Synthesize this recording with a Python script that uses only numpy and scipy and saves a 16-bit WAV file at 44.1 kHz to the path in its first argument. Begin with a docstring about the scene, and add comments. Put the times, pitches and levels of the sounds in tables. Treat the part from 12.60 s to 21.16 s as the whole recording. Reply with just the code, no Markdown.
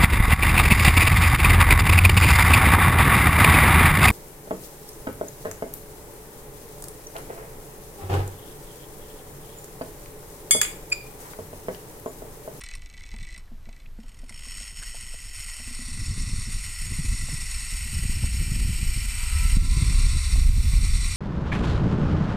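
"""A zip line trolley whirs along a steel cable: strand bumps and grit drive the resonances of its metal.
Before that the rider shoves it off a wooden deck by hand, and single strands tick and chirp along the cable.
Struck resonances make the clinks of carabiners and the knocks of the helmet mount; webbing creaks.
Filtered noise makes the wind, which rumbles and buffets harder with speed and in gusts, over a faint hush."""
import sys
import numpy as np
from scipy import signal
from scipy.fft import rfft, irfft
from scipy.io import wavfile
from scipy.ndimage import uniform_filter1d

SR = 44100
rng = np.random.default_rng(int(sys.argv[2]) if len(sys.argv) > 2 else 0)


def dump_mix(stems):
    """Bounce the given channels to the path in sys.argv[1] as a 16-bit WAV at rate SR."""
    frames = np.atleast_2d(stems).T  # one column per channel
    limited = np.clip(frames, -1, 1)  # hard clip at full scale
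    pcm = np.round(limited * 32767).astype(np.int16)
    wavfile.write(sys.argv[1], SR, pcm)


N = 377496
TIME = np.arange(N) / SR

# resonances of pulleys and side plates: [freq_hz, width_hz, moderate_speed_db, high_speed_db]
TROLLEY_MODES = [(1077, 214, -12, -22), (1344, 380, -14, -18.5), (1961, 122, -6.5, -43),
                 (2094, 246, -8.5, -5.5), (2354, 127, -11.5, -2.5), (2588, 335, -11, -10.5),
                 (2860, 580, -23.5, -17.5), (3598, 390, -13, -12.5), (3974, 157, -9, -3.5),
                 (4326, 171, -7, -6), (4590, 300, -9, -9), (4880, 270, -21.5, -25), (5374, 68, -1, -4),
                 (5700, 510, -8.5, -10), (5920, 1300, -19, -18), (6813, 91, -6, -10),
                 (6860, 110, -5, -30.5), (7700, 2200, -18.5, -12.5), (7635, 61, -6, -15),
                 (8080, 360, -7.5, -7.5), (8404, 300, -3.5, 0), (8860, 1380, -14, -12.5),
                 (9120, 190, -2.5, -26), (10430, 1280, -19.5, -18), (11240, 180, -15, -41),
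                 (12050, 500, -30.5, -25), (11800, 490, -46, -56), (14000, 1000, -23, -60)]
# the pulleys' own sharp modes: [freq_hz, width_hz, level_db]
SINGING_MODES = [(5420, 86, 7.5), (6730, 176, 5.5), (8460, 330, 1), (8830, 110, -2), (3020, 760, -8)]
# share of the high-speed colour: [time_s, share_0_to_1]
FAST_SHARE = [(4.8, 0), (6.3, 0.72), (7.1, 0.45)]
# the head's turn away from the trolley: [time_s, turn_0_to_1]
HEAD_TURN = [(3, 1), (3.25, 0.37), (3.8, 0.17), (4.15, 1), (4.55, 0.44), (5.3, 1), (6.93, 0.95), (7, 0.06)]
# colour of the trolley at a full turn: [freq_hz, gain_db]
TURNED_COLOUR = [(850, 6), (1100, -4.5), (1420, 4.5), (1650, 6), (1850, 3), (2100, -2), (2600, 0.5),
                 (3050, 7.5), (3600, -9), (4500, -5), (5300, 3), (5900, -5.5), (6650, 3.5), (7200, -0.5),
                 (8200, 2), (11600, 1), (12300, 19.5), (13500, -4)]
# loudness of the whir: [time_s, level_db]
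WHIR_LEVEL = [(1.36, -62), (1.496, -59), (1.66, -60), (1.75, -47.5), (2.02, -38), (2.14, -47.5),
              (2.18, -40), (2.72, -44), (2.76, -38.5), (2.99, -40), (4.96, -35.5), (6.07, -36.5),
              (6.95, -33), (6.99, -38.5), (7.2, -34), (7.818, -34.5), (7.862, -38.5), (8.444, -34),
              (8.54, -33)]
# treble beside the body: [strand_rate_hz, level_db]
SIZZLE_BY_SPEED = [(35, -0.5), (95, 4.5), (250, 4.5), (340, 2)]
# low end beside the body: base, rise per unit of whine, rise when the head faces the trolley
GROWL_DB, GROWL_DB_PER_WHINE, GROWL_FACING_DB = -15.5, 32, 1.5


def whir():
    """Rolling rings pulleys and side plates; colour shifts with speed and the turn of the head."""
    drive = rolling()
    fast, = np.clip(curves(FAST_SHARE), 0, 1)
    turn, = np.clip(curves(HEAD_TURN), 0, 1)
    moderate_modes = [(hz, width, db) for hz, width, db, _ in TROLLEY_MODES]
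    fast_modes = [(hz, width, db) for hz, width, _, db in TROLLEY_MODES]
    metal = (1 - fast) * rung(drive, moderate_modes) + fast * rung(drive, fast_modes)
    metal = (1 - turn) * metal + turn * coloured(metal, TURNED_COLOUR)
    # slow, separate bumps let the sharp modes sing out
    singing_gain = np.interp(TIME, [1.6, 1.9, 3.3, 6], [0.69, 0.88, 0.062, 0.054])
    metal += singing_gain * rung(drive, SINGING_MODES)
    metal = coloured(metal, [(12500, 0), (13500, -9), (15000, -20)])

    strand_hz, = curves(SPEED)
    whine, = curves(WHINE_LEVEL)
    level_db, = curves(WHIR_LEVEL)
    growl_db = GROWL_DB + GROWL_DB_PER_WHINE * whine + GROWL_FACING_DB * (1 - turn)
    sizzle_db = np.interp(strand_hz, *np.transpose(SIZZLE_BY_SPEED))
    growl = gain_of(growl_db) * steadied(band(metal, 400, 1750), 0.13)
    body = steadied(band(metal, 1750, 5100), 0.13)
    sizzle = gain_of(sizzle_db) * steadied(band(metal, 5100, 16000), 0.13)
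    # body and sizzle share one loudness
    heard = (growl + body + sizzle) / np.sqrt(1 + gain_of(sizzle_db) ** 2)
    onset = np.interp(TIME, [1.36, 1.42], [0, 1])
    return gain_of(level_db) * heard * onset


# speed as the rate of strands under the pulleys: [time_s, strand_rate_hz]
SPEED = [(1.38, 30), (1.7, 48), (1.95, 98), (3, 158), (4.9, 251), (6.8, 328), (8.56, 378)]
# strength of the strands' whine: [time_s, amplitude_beside_scrape]
WHINE_LEVEL = [(4.2, 0.057), (6.4, 0.011), (6.75, 0.24), (7.1, 0.14), (7.9, 0.035)]
STRANDS_PER_WHEEL_TURN = 6.3


def rolling():
    """Strand bumps and wire grit scrape the pulleys; overtones of the strand rate whine."""
    strand_hz, = curves(SPEED)
    speed = strand_hz / strand_hz.max()
    strands = np.cumsum(strand_hz * (1 + .005 * wander(15))) / SR
    since_bump_s = (strands % 1) / strand_hz
    bumps = np.exp(-since_bump_s / 0.0038) * gain_of(2 * wander(60))
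    contact = 0.11 + 0.86 * speed + bumps
    rub = rng.standard_normal(N) + 0.93 * grit(per_s=3000, spread_db=1.5)
    scrape = steadied(contact * rub, 0.16)
    harmonics = sum(np.cos(2 * np.pi * k * strands) * gain_of(3 * wander(10) - 1) for k in (3, 4))
    whine = curves(WHINE_LEVEL)[0] * harmonics
    # the rim's flaws repeat every wheel turn: a fine comb of lines that follow the speed
    rim = rng.standard_normal(1024)
    comb = np.interp(strands / STRANDS_PER_WHEEL_TURN % 1, np.linspace(0, 1, len(rim)), rim)
    drive = scrape + whine + 0.66 * speed * comb
    flutter_db = 0.76 * wander(38) + .5 * wander(24)
    return along_cable(drive * gain_of(flutter_db), lag_s=.003)


def by_speed(rest_db, gained_db, power):
    """A level in dB that climbs with a power of the speed."""
    strand_hz, = curves(SPEED)
    return rest_db + gained_db * (strand_hz / strand_hz.max()) ** power


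# ring of the cable under a slow pulley: [freq_hz, width_hz, level_db]
CABLE_MODES = [(1997, 95, 8.5), (2250, 60, 6.5), (2610, 82, 1), (3020, 72, -4), (3500, 73, -1.5),
               (4046, 160, 1.5), (4600, 110, -6), (5550, 550, -6), (6460, 140, -6), (8230, 390, -5.5)]
# shoves by hand; tick peaks are those before the cable spreads them:
# [start_s, length_s, strand_rate_hz, rise_hz_per_s, tick_peak_db, crackle_db, swell_db_per_s]
PUSHES = [(0.014, 0.13, 40.5, 0.5, -26, -48.5, -17), (0.2204, 0.14, 25.3, -0.5, -32.5, -61, 0),
          (0.3767, .39, 31.4, 66, -32, -56, 10), (1.055, 0.17, 27.5, -0.5, -39.5, -65.5, 6)]
PUSH_RELEASE_S, TICK_SCATTER_DB, TICK_DETUNE_RATIO = 0.047, 1, 0.017


def slow_pulleys():
    """Shoves make strands tick and wires crackle; the cable draws each tick into a chirp."""
    snap = [(2380, 1700, -8), (4260, 2200, -16), (7600, 2900, -14)]  # freq_hz, width_hz, level_db
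    modes = CABLE_MODES + snap
    ticks, pressure = np.zeros(N), np.zeros(N)
    for start_s, length_s, hz, rise, tick_db, crackle_db, swell in PUSHES:
        t = np.clip(TIME - start_s, 0, length_s)
        strands = np.floor(hz * t + rise * t ** 2 / 2) + (TIME >= start_s)
        for s in TIME[1:][np.diff(strands) > 0]:
            # each slip favours other modes
            slip_modes = [(f * (1 + TICK_DETUNE_RATIO * rng.normal()), width, db + 4 * rng.normal())
                          for f, width, db in modes]
            peak_db = tick_db + TICK_SCATTER_DB * rng.normal()
            add(ticks, s - .0033, gain_of(peak_db) * peaked(ringing(slip_modes)))
        outside_s = abs(TIME - start_s - t)
        pressure += gain_of(crackle_db + swell * t) * np.exp(-outside_s / PUSH_RELEASE_S)
    friction = grit(per_s=170, spread_db=3) + .08 * rng.standard_normal(N)
    crackle = steadied(rung(friction, modes), 0.01) * pressure
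    return along_cable(ticks + crackle, lag_s=.009)


# carabiners striking the trolley: [start_s, peak_db]
CLINKS = [(0.0102, -30.5), (0.0365, -29), (0.1517, -28.5), (0.63, -44), (0.7774, -36.5), (1.482, -41.5),
          (1.5893, -41), (1.6938, -30), (1.854, -34), (2.896, -27.5)]


def carabiners():
    """Short rattling contacts ring the trolley's modes, balanced anew for each clink."""
    out = np.zeros(N)
    for s, db in CLINKS:
        modes = [(hz, width, level + 3 * rng.normal()) for hz, width, level, _ in TROLLEY_MODES]
        contact = burst(.004) + .1 * burst(.018)
        add(out, s, gain_of(db) * peaked(signal.fftconvolve(ringing(modes), contact)))
    return out


# knocks in the helmet mount: [start_s, thud_peak_db, clack_peak_db]
KNOCKS = [(0.539, -38, -44), (0.917, -40, -48), (1.071, -43, -58), (1.088, -50, -42), (1.387, -35, -49),
          (1.706, -45.5, -50), (1.87, -46, -54), (2.345, -55, -41), (2.538, -56, -42.5),
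          (2.996, -44.5, -48), (3.076, -40, -60), (3.108, -41, -56), (3.191, -34.5, -61), (3.221, -35, -63),
          (3.283, -37.5, -54), (4.685, -43, -40), (5.638, -52, -36.5), (7.757, -35.5, -40),
          (8.134, -53, -43)]
# the helmet's thud: [freq_hz, level_db, t60_s]
SHELL_MODES = [(242, 18.5, 0.12), (265, -12, 0.0089), (190, -19, .05)]
# the mount's plastic clack: [freq_hz, width_hz, level_db]
CLACK_MODES = [(480, 90, 2), (637, 220, 4.5), (914, 190, 1.5), (1490, 320, -8)]
# fainter knocks while stepping off the deck
JOSTLE_FROM_S, JOSTLE_TO_S, JOSTLE_THUD_DB, JOSTLE_CLACK_DB = 1.4, 2.2, -46.5, -49


def helmet_mount():
    """Each knock thuds the helmet shell's low modes and clacks the plastic mount."""
    out = np.zeros(N)
    jostle_times_s = rng.uniform(JOSTLE_FROM_S, JOSTLE_TO_S, size=3)
    jostles = [(s, JOSTLE_THUD_DB, JOSTLE_CLACK_DB) for s in jostle_times_s]
    for s, thud_db, clack_db in KNOCKS + jostles:
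        add(out, s, gain_of(thud_db) * struck(SHELL_MODES, detune_ratio=0.057, rattle_s=0.0015))
        clack = signal.fftconvolve(ringing(CLACK_MODES), burst(0.0057))
        add(out, s, gain_of(clack_db) * peaked(clack))
    return out


# creaks of the harness: [start_s, length_s, pitch_hz, level_db]
CREAKS = [(0.869, 0.023, 1750, -65), (1.085, 0.011, 2400, -59), (1.254, 0.015, 2450, -55),
          (2.212, 0.032, 1530, -49)]


def webbing():
    """Brief swells of rubbing noise ring a narrow and a broad resonance at one pitch."""
    out = np.zeros(N)
    for s, length_s, hz, db in CREAKS:
        rub = rng.standard_normal(SR // 8)[:int(length_s * SR)]
        resonance = ringing([(hz, 300, 0), (hz, 2500, -14)])
        creak = signal.fftconvolve(rub * np.hanning(len(rub)), resonance)
        add(out, s, gain_of(db) * creak / np.std(creak[:len(rub)]))
    return out


# rumble colour near the deck: [freq_hz, level_db]
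DECK_RUMBLE = [(6, -47), (18, 7), (30, -0.5), (45, -7), (62, -14.5), (90, -17), (140, -59), (300, -67)]
# rumble colour at speed: [freq_hz, level_db]
SPEED_RUMBLE = [(6, -40), (20, -3), (32, 0), (50, -4.5), (72, -8), (95, -16), (140, -32), (300, -60)]
# buffeting colour: [freq_hz, level_db]
BUFFET_COLOUR = [(40, -5), (70, 7.5), (100, 4), (150, -2.5), (220, -10), (320, -22), (430, -30.5),
                 (600, -42), (900, -48), (3000, -50)]
# gusts on the microphone: [start_s, length_s, rumble_lift_db, buffet_lift_db]
GUSTS = [(0.513, 0.15, 5, 9), (3.256, 0.86, 7, 19.5), (4.18, 0.7, 4, 17), (4.483, 0.067, 9.5, 3),
         (5.201, 1.265, 5, 16.5), (6.243, 0.059, 8, -4.5), (6.693, 0.357, 7, 6), (6.904, 0.72, 8, 12.5),
         (7.607, .75, 9, 7.5), (8.202, .06, -3, 9)]
GUST_PEAK_SHARE, GUST_ROUNDNESS = 0.3, 0.5  # one arch, peaking at this share of its length


def wind():
    """Big eddies rumble on the microphone, small ones buffet in lumps; speed and gusts lift both."""
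    rumble_db = by_speed(rest_db=-40, gained_db=18.87, power=2.16)
    buffet_db = by_speed(rest_db=-56, gained_db=21.4, power=2.1)
    for s, length_s, rumble_lift_db, buffet_lift_db in GUSTS:
        phase = np.interp((TIME - s) / length_s, [0, GUST_PEAK_SHARE, 1], [0, 1, 0])
        arch = np.sin(np.pi / 2 * phase) ** GUST_ROUNDNESS
        rumble_db = rumble_db + rumble_lift_db * arch
        buffet_db = buffet_db + buffet_lift_db * arch
    rush = np.interp(TIME, [3, 6.9], [0, 1])
    rumble = steadied((1 - rush) * noise(DECK_RUMBLE) + rush * noise(SPEED_RUMBLE), 0.39)
    lumps = gain_of(4.4 * wander(22.8) + 4.2 * abs(rumble))
    buffet = steadied(noise(BUFFET_COLOUR) * lumps, 0.18)
    return gain_of(rumble_db) * rumble + gain_of(buffet_db) * buffet


# hush of open air: [freq_hz, level_db]
AIR_COLOUR = [(100, -13.5), (250, -10.5), (480, -16.5), (1300, -19), (2000, -21.5), (9500, -30.5),
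              (11800, -36), (12400, -23.5), (13500, -33), (16000, -46)]
AIR_RMS_DB = -61.5


def open_air():
    """A steady faint hush of coloured noise."""
    return gain_of(AIR_RMS_DB) * noise(AIR_COLOUR)


def gain_of(db):
    """Decibels to amplitude."""
    return 10 ** (np.asarray(db) / 20)


def evened(x):
    """Scales to rms 1."""
    return x / np.sqrt(np.mean(x ** 2) + 1e-20)


def peaked(x):
    """Scales to peak 1."""
    return x / abs(x).max()


def steadied(x, seconds):
    """Scales to a running rms of 1, leaving faster flutter alone."""
    size = max(int(seconds * SR), 8)
    power = uniform_filter1d(uniform_filter1d(x ** 2, size), size)
    return x / np.sqrt(abs(power) + 1e-14)


def curves(rows):
    """Each column of a table at every sample."""
    s, *columns = np.transpose(rows)
    return [np.interp(TIME, s, c) for c in columns]


def add(mix, s, sound):
    """Mixes a sound in at a time."""
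    part = mix[max(round(s * SR), 0):][:len(sound)]
    part += sound[:len(part)]


def coloured(x, points):
    """Filters by (freq_hz, gain_db) points."""
    hz, db = np.transpose(points)
    f = np.fft.rfftfreq(N, 1 / SR)
    return irfft(rfft(x) * gain_of(np.interp(np.log(f + 1), np.log(hz + 1), db)), N)


def noise(points):
    """Noise of rms 1 with a given spectrum."""
    return evened(coloured(rng.standard_normal(N), points))


def wander(hz):
    """Smooth chance of rms 1, up to a rate."""
    f = np.fft.rfftfreq(N, 1 / SR)
    return evened(irfft(rfft(rng.standard_normal(N)) / (1 + (f / hz) ** 4), N))


def grit(per_s, spread_db):
    """Random tiny impacts of uneven size, rms 1."""
    sizes = gain_of(spread_db * np.minimum(rng.exponential(1, N), 4))
    return evened(sizes * rng.choice([-1, 1], N) * (rng.random(N) < per_s / SR))


def burst(decay_s):
    """A rattling contact: noise that dies away exponentially."""
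    t = np.arange(4096) / SR
    return rng.standard_normal(len(t)) * np.exp(-t / decay_s)


def ringing(modes, size=4096):
    """Minimum-phase response of steep resonances (freq_hz, width_hz, level_db), energy 1."""
    f = np.fft.rfftfreq(size, 1 / SR)
    power = sum(gain_of(db) ** 2 / (1 + (2 * (f - hz) / width) ** 2) ** 2 for hz, width, db in modes)
    log_gain = np.log(power + 1e-10) / 2
    mirrored = np.r_[log_gain, log_gain[-2:0:-1]]
    response = np.fft.ifft(np.exp(np.conj(signal.hilbert(mirrored)))).real
    return response / np.linalg.norm(response)


def rung(drive, modes):
    """A continuous drive heard through resonances."""
    return signal.oaconvolve(drive, ringing(modes))[:N]


def struck(modes, detune_ratio, rattle_s):
    """One blow of peak 1 on dying modes (freq_hz, level_db, t60_s)."""
    t = np.arange(SR // 4) / SR
    ring = sum(gain_of(db - 60 * t / t60) * np.sin(2 * np.pi * hz * (1 + detune_ratio * rng.normal()) * t)
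               for hz, db, t60 in modes)
    return peaked(signal.fftconvolve(ring, burst(rattle_s)))


def band(x, lo_hz, hi_hz):
    """The part of a sound between two steep edges."""
    f = np.fft.rfftfreq(N, 1 / SR) + 1
    return irfft(rfft(x) / (1 + (lo_hz / f) ** 60) / (1 + (f / hi_hz) ** 60), N)


def along_cable(x, lag_s):
    """Bending waves in steel: treble arrives first; the lag is the delay at 1 kHz."""
    f = np.fft.rfftfreq(N, 1 / SR)
    return irfft(rfft(x) * np.exp(-4j * np.pi * lag_s * np.sqrt(1000 * f)), N)


def scene():
    """All sources reach the microphone as one sound, the same in both channels."""
    harness = carabiners() + helmet_mount() + webbing()
    centre = whir() + slow_pulleys() + harness + wind() + open_air()
    return np.array([centre, centre])


EDGE_HZ = 15100


def record(dry):
    """A limiter ducks peaks over each channel's ceiling and recovers steadily; then a band limit."""
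    ceiling_db = np.array([[-9.5], [-8.5]])  # one channel ducks a little sooner
    recovery_db = 25 * TIME  # 25 dB per s
    peak_db = 20 * np.log10(abs(dry) + 1e-9)
    held_db = np.maximum.accumulate(peak_db + recovery_db, axis=1) - recovery_db
    over_db = np.maximum(held_db - ceiling_db, 0)
    smooth_over_db = uniform_filter1d(uniform_filter1d(over_db, size=128), size=128)
    limited = dry / gain_of(.85 * smooth_over_db)
    lowpass = signal.firwin(511, EDGE_HZ, window=("kaiser", 9), fs=SR)
    return signal.oaconvolve(limited, lowpass[None], "same")


dry = scene()
out = record(dry)
dump_mix(out)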